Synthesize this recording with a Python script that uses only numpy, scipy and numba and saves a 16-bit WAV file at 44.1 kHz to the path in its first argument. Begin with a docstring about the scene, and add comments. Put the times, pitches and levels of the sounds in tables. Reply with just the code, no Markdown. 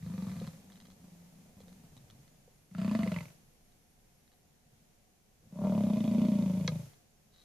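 """Bison bulls bellow three times on an open plain, rough and rattling: their vocal folds slap shut
slowly, and each slap makes a long throat and the mouth ring. Wet clacks run through the second bellow.
A softer growl trails the first one, and the far herd grumbles in the pauses.
Dry ticks, dull knocks, one sharp snap and a short rustle sound close by,
over a faint rumble of air and the hiss and thin whine of a camera."""
import sys
import numpy as np
from scipy import signal
from scipy.fft import rfft, irfft
from scipy.io import wavfile
from scipy.ndimage import uniform_filter1d
from numba import njit

SR = 44100
rng = np.random.default_rng(int(sys.argv[2]) if len(sys.argv) > 2 else 0)


def materialize(psi):
    """Save the field psi as 16-bit PCM at rate SR to the path in sys.argv[1].

    A 1-D psi becomes a single channel; in a 2-D psi each row is a channel.
    """
    bounded = np.clip(np.atleast_2d(psi).T, -1, 1)
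    quanta = np.round(bounded * 32767).astype(np.int16)
    wavfile.write(sys.argv[1], SR, quanta)


N = 328104
T = np.arange(N) / SR

# the bellows: start t/s, hardest strain t/s, end t/s, fade-in t/s, level/dB,
# throat note f/Hz (at the start, at the hardest strain, at the end),
# mouth level/dB (at first, once settled), rasp level/dB (at first, once settled)
BELLOWS = [(-0.015, 0.225, 0.59, 0.056, -37, 154, 192, 162, -22, -19.5, -34.5, -21.5),
           (2.712, 2.96, 3.306, 0.078, -29.5, 176, 215, 135.5, -19.5, -12, -27, -22),
           (5.524, 6.235, 6.9, 0.12, -26, 188, 216.7, 134, -4, -19, -40.5, -32.5)]
# how often the vocal folds slap, one list per bellow: t/s, f/Hz
SLAP_RATES = [
    [(0.024, 25), (0.064, 28.13), (0.205, 22.6), (0.56, 15.8)],
    [(2.712, 26.4), (2.833, 32.89), (2.966, 24.7), (3.3, 20.32)],
    [(5.524, 28.8), (5.661, 39.35), (5.981, 27.4), (6.283, 29.7), (6.494, 26.7), (6.9, 27.6)],
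]
# notes the mouth rings at in each bellow: f/Hz, width/Hz, level/dB
FIRST_MOUTH = [(523, 32, 2.5), (696, 75, -5), (1010, 250, -5), (1176, 68, 0.5)]
SECOND_MOUTH = [(500, 60, -17), (638, 42, 9.5), (1044, 210, 2.5), (1190, 320, -8)]
THIRD_MOUTH = [(490, 88, -6.5), (597, 36.5, 10.5), (780, 93, -12), (930, 87, -3.5), (1090, 77, -10.5),
               (1370, 53, -8)]
# tone colour (how strong each frequency is) of each bellow's rasp: f/Hz, level/dB
FIRST_RASP = [(600, -15), (1300, -0.5), (1520, -0.5), (1870, 0), (2400, -4), (3000, -13), (3550, -5.5),
              (3950, -2.5), (4700, -7), (5500, -13), (6300, -20), (7500, -15), (14000, -33)]
SECOND_RASP = [(600, -14), (1300, 3.5), (1750, 1.5), (2130, 3), (2450, -5), (2680, 2), (3200, -5),
               (4000, -5.5), (4480, -4), (5100, -6.5), (5500, -28), (6400, -12.5), (14000, -31)]
THIRD_RASP = [(600, -26), (1400, -9), (1620, -16), (2120, 4), (2400, -1), (2850, -1.5), (3450, -0.5),
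              (3720, 0), (4100, -9), (4500, -5), (5400, -11), (6250, -13), (7200, -17), (14000, -40)]
# moments when a bull eases off: t/s, half length/s, level/dB
EASINGS = [(0.346, 0.056, -3), (6.037, 0.095, -3)]
# wet clacks in the throat: t/s, level/dB, f/Hz
CLACKS = [(2.750, -38.5, 1320), (2.786, -46, 1300), (2.895, -44, 2580), (3.033, -33, 2010),
          (3.076, -36, 2044), (3.119, -36.5, 2130), (3.143, -40, 2700), (3.163, -32.5, 2001),
          (3.187, -36, 2180), (3.207, -38.5, 2020), (3.255, -46.5, 2170), (3.283, -54, 2190)]
# pushes of breath in the soft growl and in the far herd: start t/s, end t/s, level/dB
GROWL_PUSHES = [(0.5, 1.05, -55), (0.98, 1.6, -54.5), (1.54, 2.36, -55), (2.36, 2.72, -67)]
HERD_PUSHES = [(3.25, 3.62, -66), (3.88, 4.3, -70.5), (4.42, 4.7, -70), (4.66, 4.95, -65), (5.0, 5.22, -72),
               (5.41, 5.7, -59), (6.82, 7.1, -67), (7.1, 7.5, -72.5)]
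# note the growling throat rings at: t/s, f/Hz
GROWL_THROAT = [(0.6, 193), (1.2, 172), (1.6, 191), (1.85, 164), (2.08, 108), (2.3, 151)]
# tone colours of the growl and the herd: f/Hz, level/dB
GROWL_COLOUR = [(50, -17), (85, 3.5), (125, -0.5), (187, 1), (215, -0.5), (250, 0.5), (320, -14.5),
                (520, -10.5), (800, -15), (1400, -28.5), (2200, -33), (5000, -34)]
HERD_COLOUR = [(50, -37), (90, 5), (140, 8), (230, 5), (320, -16), (520, -6.5), (1000, -36), (3000, -45)]
# notes that the snap and the ticks ring at: f/Hz, width/Hz, level/dB
SNAP_NOTES = [(504.3, 28, 11), (1048, 120, 1), (1245, 22, 3), (1630, 70, 2.5), (2165, 99, 6),
              (3365, 86, 1.5), (3951.5, 214, 1), (4336, 230, -1), (5140, 130, -5.5), (6030, 320, -2)]
TICK_NOTES = [(1230, 360, -3), (1608, 220, -6), (1980, 310, -4), (3210, 400, -1), (3910, 220, 2.5),
              (4600, 600, -33), (6000, 700, -27)]
# dry ticks: t/s, level/dB, number of clicks
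TICKS = [(.297, -44, 1), (.400, -42, 1), (.469, -40.5, 2), (.701, -48, 1), (.721, -48, 3), (.757, -46.5, 3),
         (.802, -45.5, 3), (.854, -48.5, 3), (.902, -49, 3), (1.604, -50, 3), (1.682, -51, 2),
         (1.728, -52, 1), (1.967, -47.5, 2), (2.101, -45.5, 2), (2.279, -54, 1), (3.721, -61.5, 2),
         (4.278, -55.5, 1), (4.318, -56.5, 3), (6.935, -56, 2)]
# dull knocks: t/s, level/dB
KNOCKS = [(.415, -39.5), (1.604, -50.5), (1.682, -53.5), (2.478, -53), (3.063, -34.5), (3.126, -41)]
# a dry rustle: start t/s, end t/s, level/dB
RUSTLE = (7.32, 7.47, -69)
# how much louder the left side is than the right: f/Hz, level/dB
LEFT_OVER_RIGHT = [(60, -0.5), (110, 0), (200, 1), (370, -2.5), (680, 0), (1240, 5), (2280, -12.5),
                   (4180, 9), (7660, -12), (14000, 2)]
# tone colours of the rumbling air and the hiss: f/Hz, level/dB
AIR_COLOUR = [(12, -41), (20, 7.5), (38, -6.5), (71, -3), (154, -6), (245, -6), (278, -19), (326, -15),
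              (356, -29), (376, -17.5), (664, -25.5), (712, -9), (914, -30), (1400, -34), (1820, -59),
              (3080, -120)]
HISS_COLOUR = [(500, 11), (1200, 0.5), (2200, 2), (3500, -1), (5000, -0.5), (6300, 2.5), (8000, -2.5),
               (11000, -1), (14500, -4.5)]
# tones of the camera's whine: start t/s, end t/s, f/Hz, level/dB
WHINE_TONES = [(2.55, 4.42, 11267, -81), (2.55, 4.42, 9317, -85), (2.55, 4.42, 5631, -90),
               (.95, 2.55, 6947, -85), (.95, 2.55, 10657, -90), (4.42, 7.44, 6947, -91),
               (4.42, 7.44, 10657, -93)]


def bellow(row, slap_rates, mouth_notes, rasp_colour, throat_width_hz, flap_db, rattle_db, rebound_db,
           breath_db, wheeze_db, crackle_s, chest_db, rasp_follows):
    """The vocal folds slap shut some 25 times a second, bounce back and flap at random in between."""
    start, _, end = row[:3]
    gain, strain, throat_hz, mouth_db, rasp_db = effort(row)
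    during = (T >= start) & (T <= end)
    rate_hz = np.interp(T, *np.transpose(slap_rates))
    cycles_so_far = np.cumsum(rate_hz * during) / SR + rate_hz[0] * max(-start, 0)
    cycles = np.arange(int(cycles_so_far[-1]) + 1)
    slap_luck, crack_luck, rebound_luck = rng.standard_normal((80, 3))[:len(cycles)].T
    slap_times = np.interp(cycles, cycles_so_far[during], T[during])
    rebound_times = np.interp(cycles + .53, cycles_so_far[during], T[during])
    slaps = impulses(slap_times, undb(1.04 * slap_luck))
    cracks = impulses(slap_times, undb(1.9 * crack_luck))
    rebounds = impulses(rebound_times, undb(rebound_db + 2.7 * rebound_luck))
    flaps = (rng.random(N) < 220 / SR) * noise() * during
    # the long throat booms after each slap
    push = slaps + undb(flap_db) * flaps + 0.2 * rebounds
    boom = resonate(push, throat_hz, float(throat_width_hz))
    boom = resonate(boom, throat_hz, 115.0) + 0.05 * boom
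    boom = cut(cut(boom, 238, "low"), 75.0, "high", order=4)
    # the chest thuds lower, and throbs faintly at the slap rate itself
    thud = ring(push, [(105.8, 11.7, 0)])
    thud = cut(cut(thud, 69.4, "high", order=6), 90, "low", order=4)
    throb = cut(cut(slaps, 57, "low", order=6), 22, "high")
    chest = unit(thud, during) + 0.19 * unit(throb, during)
    # breath rushes hardest just after each slap
    breath = noise() * (0.5 + fade(slaps, 0.015)) * np.sqrt(rate_hz / SR)
    # the mouth's notes follow the throat a little and never hold quite still
    stretch = (throat_hz / throat_hz[during].mean()) ** 0.13 * (1 + 0.025 * wander(18))
    rattle = cracks + undb(rattle_db) * flaps + rebounds + undb(breath_db) * breath
    mouth = ring(rattle, mouth_notes, stretch)
    mouth = cut(cut(mouth, 395, "high", order=3), 950, "low", order=4)
    # wet tissue crackles each time the folds close
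    bursts = fade(cracks + rebounds + 0.17 * np.abs(flaps), crackle_s)
    crackle = noise() * fade(bursts, 0.00068)
    rasp = colour(unit(crackle, during) + undb(wheeze_db) * unit(breath, during), rasp_colour)
    rasp = undb(rasp_db) * unit(rasp, during) * strain ** rasp_follows
    voice = (steady(boom, 0.035) + undb(mouth_db) * steady(mouth, 0.12)) * easing()
    return (voice * strain + rasp + undb(chest_db) * chest) * gain


def effort(row, strain_db_per_hz=0.16, mouth_open_s=0.11, mouth_settle_s=0.27):
    """The harder the bull strains, the higher and louder its throat rings; its mouth opens and settles."""
    start, peak, end, attack_s, db, start_hz, peak_hz, end_hz = row[:8]
    mouth_start_db, mouth_settled_db, rasp_start_db, rasp_settled_db = row[8:]
    gain = undb(db) * envelope(start, end, attack_s, release_s=0.12, depth_db=19.5)
    slack = np.interp(T, [start, peak, end], [1, 0, 1]) ** 1.3  # the power rounds off the turn
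    sag_hz = slack * (peak_hz - np.where(T < peak, start_hz, end_hz))
    strain = undb(-strain_db_per_hz * sag_hz)
    unsettled = np.exp(-np.maximum(T - start, 0) / mouth_settle_s)
    shut_db = np.interp(T, [start, start + mouth_open_s], [-12, 0])
    mouth_db = mouth_settled_db + unsettled * (mouth_start_db - mouth_settled_db) + shut_db
    rasp_db = rasp_settled_db + unsettled * (rasp_start_db - rasp_settled_db)
    return gain, strain, peak_hz - sag_hz, mouth_db, rasp_db


def easing():
    """The voice dips smoothly wherever a bull eases off."""
    return undb(sum(db * np.exp(-((T - s) / half_s) ** 2) for s, half_s, db in EASINGS))


def clacks(width_hz=190):
    """Wet tissue parts with a pop that rings briefly in the mouth."""
    sound = 0
    for s, db, hz in CLACKS:
        parting = ring(impulses([s], 1.), [(hz, 900, 0)])
        pop = ring(parting, [(hz, width_hz, 0), (hz / 2, width_hz, 2)])
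        sound = sound + undb(db) * pop / np.abs(pop).max()
    return sound


def grumble(pushes, tone_colour, throat_hz, rate_hz, unevenness, breath_db, throat_width_hz, leak,
            attack_s, release_s, sag_db_per_s):
    """Soft, uneven slaps ring a throat, blurred by distance; each push swells, sags and dies away."""
    gain = 0
    for start, end, db in pushes:
        sagging = undb(db - sag_db_per_s * np.maximum(T - start, 0))
        gain = np.maximum(gain, sagging * envelope(start, end, attack_s, release_s, depth_db=7.5))
    gap_luck, size_luck = rng.standard_normal((400, 2)).T
    times = np.cumsum(np.exp(unevenness * gap_luck) / rate_hz)
    in_scene = times < T[-1]
    slaps = impulses(times[in_scene], undb(2 * size_luck[in_scene]))
    breath = noise() * fade(slaps, 0.043)
    source = unit(slaps) + undb(breath_db) * unit(breath)
    throat = resonate(source, throat_hz * np.ones(N), float(throat_width_hz)) + leak * source
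    return steady(colour(throat, tone_colour), 0.081) * gain


def snap(at_s=6.6762, level_db=-22.5, sweep_s=0.0038):
    """A sharp snap that chirps downward, because its high notes start first."""
    sound = 0
    for hz, width, db in SNAP_NOTES:
        lag_s = sweep_s * max(1 - hz / 6500, 0)
        sound = sound + ring(impulses([at_s + lag_s], 1.), [(hz, width, db)])
    sound = cut(sound, 7130, "low", order=8)
    return sound / np.abs(sound).max() * undb(level_db)


def ticks(length=600):
    """Dry clicks, alone or in quick groups that get weaker; every click has its own pitch."""
    sound = np.zeros(N + SR)
    for s, db, count in TICKS:
        gaps_s = rng.uniform(0.005, 0.011, 4)
        stretches = np.exp(0.031 * rng.standard_normal(4))
        scrapes = rng.standard_normal((4, length)) * np.exp(-T[:length] / 0.0014)
        for k in range(count):
            click = ring(signal.unit_impulse(length) + 0.2 * scrapes[k], TICK_NOTES, stretches[k])
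            start = int((s + gaps_s[:k].sum()) * SR)
            sound[start:start + length] += undb(db - 2.7 * k) * click / np.abs(click).max()
    return sound[:N]


def knocks():
    """Soft bumps make something hollow ring."""
    times, db = np.transpose(KNOCKS)
    hollow = ring(signal.unit_impulse(3000), [(499, 64, -7), (708, 40, -16.5)])
    hollow = cut(hollow, 510, "low")
    return signal.fftconvolve(impulses(times, undb(db)), hollow / np.abs(hollow).max())[:N]


def rustle(clicks_per_s=900):
    """A crowd of tiny clicks that ring mostly on one bright note."""
    start, end, db = RUSTLE
    clicks = (rng.random(N) < clicks_per_s / SR) * noise()
    gain = undb(db) * envelope(start, end, attack_s=0.023, release_s=0.043, depth_db=20)
    return unit(ring(clicks, TICK_NOTES) + ring(clicks, [(3880, 190, 11)])) * gain


def surroundings(x):
    """Nearby surfaces scatter the highs differently to each side; the plain adds a faint, dull echo."""
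    t = T[:SR // 2]

    def tail(hz, kind, seconds):
        return cut(rng.standard_normal(len(t)), hz, kind) * np.exp(-t / seconds) * np.sqrt(2 / (seconds * SR))

    sides = []
    for sign in (1, -1):
        near = undb(-5) * tail(2000, "high", seconds=0.0097)
        far = undb(-30) * tail(1300, "low", seconds=0.11)
        echoes = signal.fftconvolve(x, near + far)[:N]
        sides.append(colour(x + echoes, [(hz, sign * db / 2) for hz, db in LEFT_OVER_RIGHT]))
    return np.array(sides)


def air(level_db=-69.5):
    """The air rumbles low and swells gently, mostly the same on both sides."""
    swell = undb(1.05 * wander(3.07))
    shared = unit(colour(noise(), AIR_COLOUR)) * swell
    return undb(level_db) * cut(shared + 0.27 * stereo_noise(AIR_COLOUR), 930, "low")


def hiss(sound, full_db=-56, dip_db=14.5, quiet_db=-72.5, loud_db=-34, follow_s=0.07):
    """The camera hisses; its noise reducer lets more hiss through the louder the sound is."""
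    power = uniform_filter1d(np.mean(sound ** 2, axis=0), size=2205)
    sound_db = 10 * np.log10(np.abs(power) + 1e-18)
    opening = np.interp(sound_db, [quiet_db, loud_db], [0, 1])
    opening = opening[0] + fade(opening - opening[0], follow_s) / (follow_s * SR)
    return stereo_noise(HISS_COLOUR) * undb(full_db - dip_db * (1 - opening))


def whine():
    """The camera gives off thin, fluttering tones that switch on and off."""
    flutter = undb(1.9 * wander(27) - 4.0)
    tones = 0
    for start, end, hz, db in WHINE_TONES:
        tone = np.sqrt(2) * np.sin(2 * np.pi * hz * T + 0.5 * wander(14))
        tones = tones + undb(db) * tone * gate(start, end)
    return flutter * tones


def undb(db):
    """Turn decibels into a number to multiply by."""
    return 10 ** (np.asarray(db) / 20)


def unit(x, where=slice(None)):
    """Scale a sound so that its average strength (rms) is 1 in the chosen part."""
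    return x / np.sqrt(np.mean(x[..., where] ** 2) + 1e-18)


def steady(x, seconds):
    """Even out the loudness, so that a level curve can shape it afterwards."""
    size = int(seconds * SR)
    power = uniform_filter1d(uniform_filter1d(x ** 2, size), size)
    return x / np.sqrt(np.abs(power) + power.max() / 100)


def colour(x, points, size=4096):
    """Make each frequency louder or softer, along a curve of (f/Hz, level/dB) points."""
    hz, db = np.transpose(points)
    curve_db = np.interp(np.log(np.fft.rfftfreq(size, 1 / SR) + 1), np.log(hz), db)
    cepstrum = irfft(np.log(undb(curve_db)))
    # folding the second half onto the first makes the filter ring only after a sound, never before
    cepstrum[1:size // 2] *= 2
    cepstrum[size // 2 + 1:] = 0
    return signal.fftconvolve(x, irfft(np.exp(rfft(cepstrum))))[:len(x)]


@njit
def resonate(x, hz, width):
    """Ring at one note that may glide; the smaller the width, the longer it rings."""
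    y, band, low = np.empty(len(x)), 0., 0.
    for i in range(len(x)):
        tuning, damping = np.tan(np.pi * hz[i] / SR), width / hz[i]
        swing = (band + tuning * (x[i] + 1e-18 - low)) / (1 + tuning * (tuning + damping))
        band, low = 2 * swing - band, low + 2 * tuning * swing
        y[i] = damping * swing
    return y


def ring(x, notes, stretch=1):
    """Ring at several notes at once; stretch moves them all up or down."""
    return sum(undb(db) * resonate(x, np.full(len(x), float(hz)) * stretch, float(width))
               for hz, width, db in notes)


def cut(x, hz, kind, order=2):
    """Keep the "low" or the "high" side of a frequency."""
    return signal.sosfilt(signal.butter(order, hz, kind, fs=SR, output="sos"), x)


def noise():
    """White noise: all frequencies equally strong."""
    return rng.standard_normal(N)


def stereo_noise(tone_colour):
    """Separate coloured noise for left and right."""
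    return np.array([unit(colour(noise(), tone_colour)) for _ in range(2)])


def wander(rate):
    """Glide to a new random value, rate times a second."""
    step = int(SR / rate)
    return 1.35 * uniform_filter1d(np.repeat(rng.standard_normal(N // step + 1), step), step)[:N]


def impulses(times, sizes):
    """One tiny kick at each time."""
    samples = np.clip(np.asarray(times) * SR, 0, N - 1).astype(int)
    return np.bincount(samples, sizes * np.ones(len(times)), N)


def fade(x, seconds):
    """Give each kick a tail that dies away."""
    return signal.lfilter([1], [1, -np.exp(-1 / (seconds * SR))], x + 1e-18)


def gate(start, end):
    """On from start to end, with soft edges."""
    return uniform_filter1d(((T >= start - .01) & (T <= end + .01)) * 1., size=440)


def envelope(start, end, attack_s, release_s, depth_db):
    """Rise by depth_db over attack_s, hold, and fall as far over release_s."""
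    ramp = np.clip(np.minimum((T - start) / attack_s, (end - T) / release_s), 0, 1)
    return gate(start, end) * undb(depth_db * (ramp - 1))


def scene():
    """Mix the bellows, the growl, the herd and the small close noises with air, hiss and whine."""
    first, second, third = zip(BELLOWS, SLAP_RATES)
    bulls = bellow(*first, FIRST_MOUTH, FIRST_RASP, throat_width_hz=24.0,
                   flap_db=-14, rattle_db=-10.5, rebound_db=-12, breath_db=1.0, wheeze_db=-2.5,
                   crackle_s=0.0014, chest_db=-14.0, rasp_follows=0.18)
    bulls += bellow(*second, SECOND_MOUTH, SECOND_RASP, throat_width_hz=23.2,
                    flap_db=-19, rattle_db=-13.5, rebound_db=-12.5, breath_db=-2.5, wheeze_db=-2.5,
                    crackle_s=0.0018, chest_db=-19.5, rasp_follows=0.33)
    bulls += bellow(*third, THIRD_MOUTH, THIRD_RASP, throat_width_hz=27.8,
                    flap_db=-18, rattle_db=-8.5, rebound_db=-40, breath_db=-3.5, wheeze_db=-0.5,
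                    crackle_s=0.0022, chest_db=-21.5, rasp_follows=0.93)
    growl_hz = np.interp(T, *np.transpose(GROWL_THROAT))
    growl = grumble(GROWL_PUSHES, GROWL_COLOUR, growl_hz, rate_hz=29, unevenness=0.16, breath_db=4,
                    throat_width_hz=14, leak=0.18, attack_s=0.045, release_s=0.12, sag_db_per_s=8.5)
    herd = grumble(HERD_PUSHES, HERD_COLOUR, throat_hz=154, rate_hz=18, unevenness=0.33, breath_db=2,
                   throat_width_hz=42, leak=0.5, attack_s=0.11, release_s=0.2, sag_db_per_s=9)
    animals = bulls + clacks() + growl + herd
    sound = surroundings(animals + ticks() + rustle() + snap() + knocks()) + air()
    return sound + hiss(sound) + whine()


def record(dry, top_hz=14550):
    """Cut away the very highest frequencies."""
    return signal.sosfilt(signal.ellip(10, .2, 70, top_hz, fs=SR, output="sos"), dry)


dry = scene()
out = record(dry)
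materialize(out)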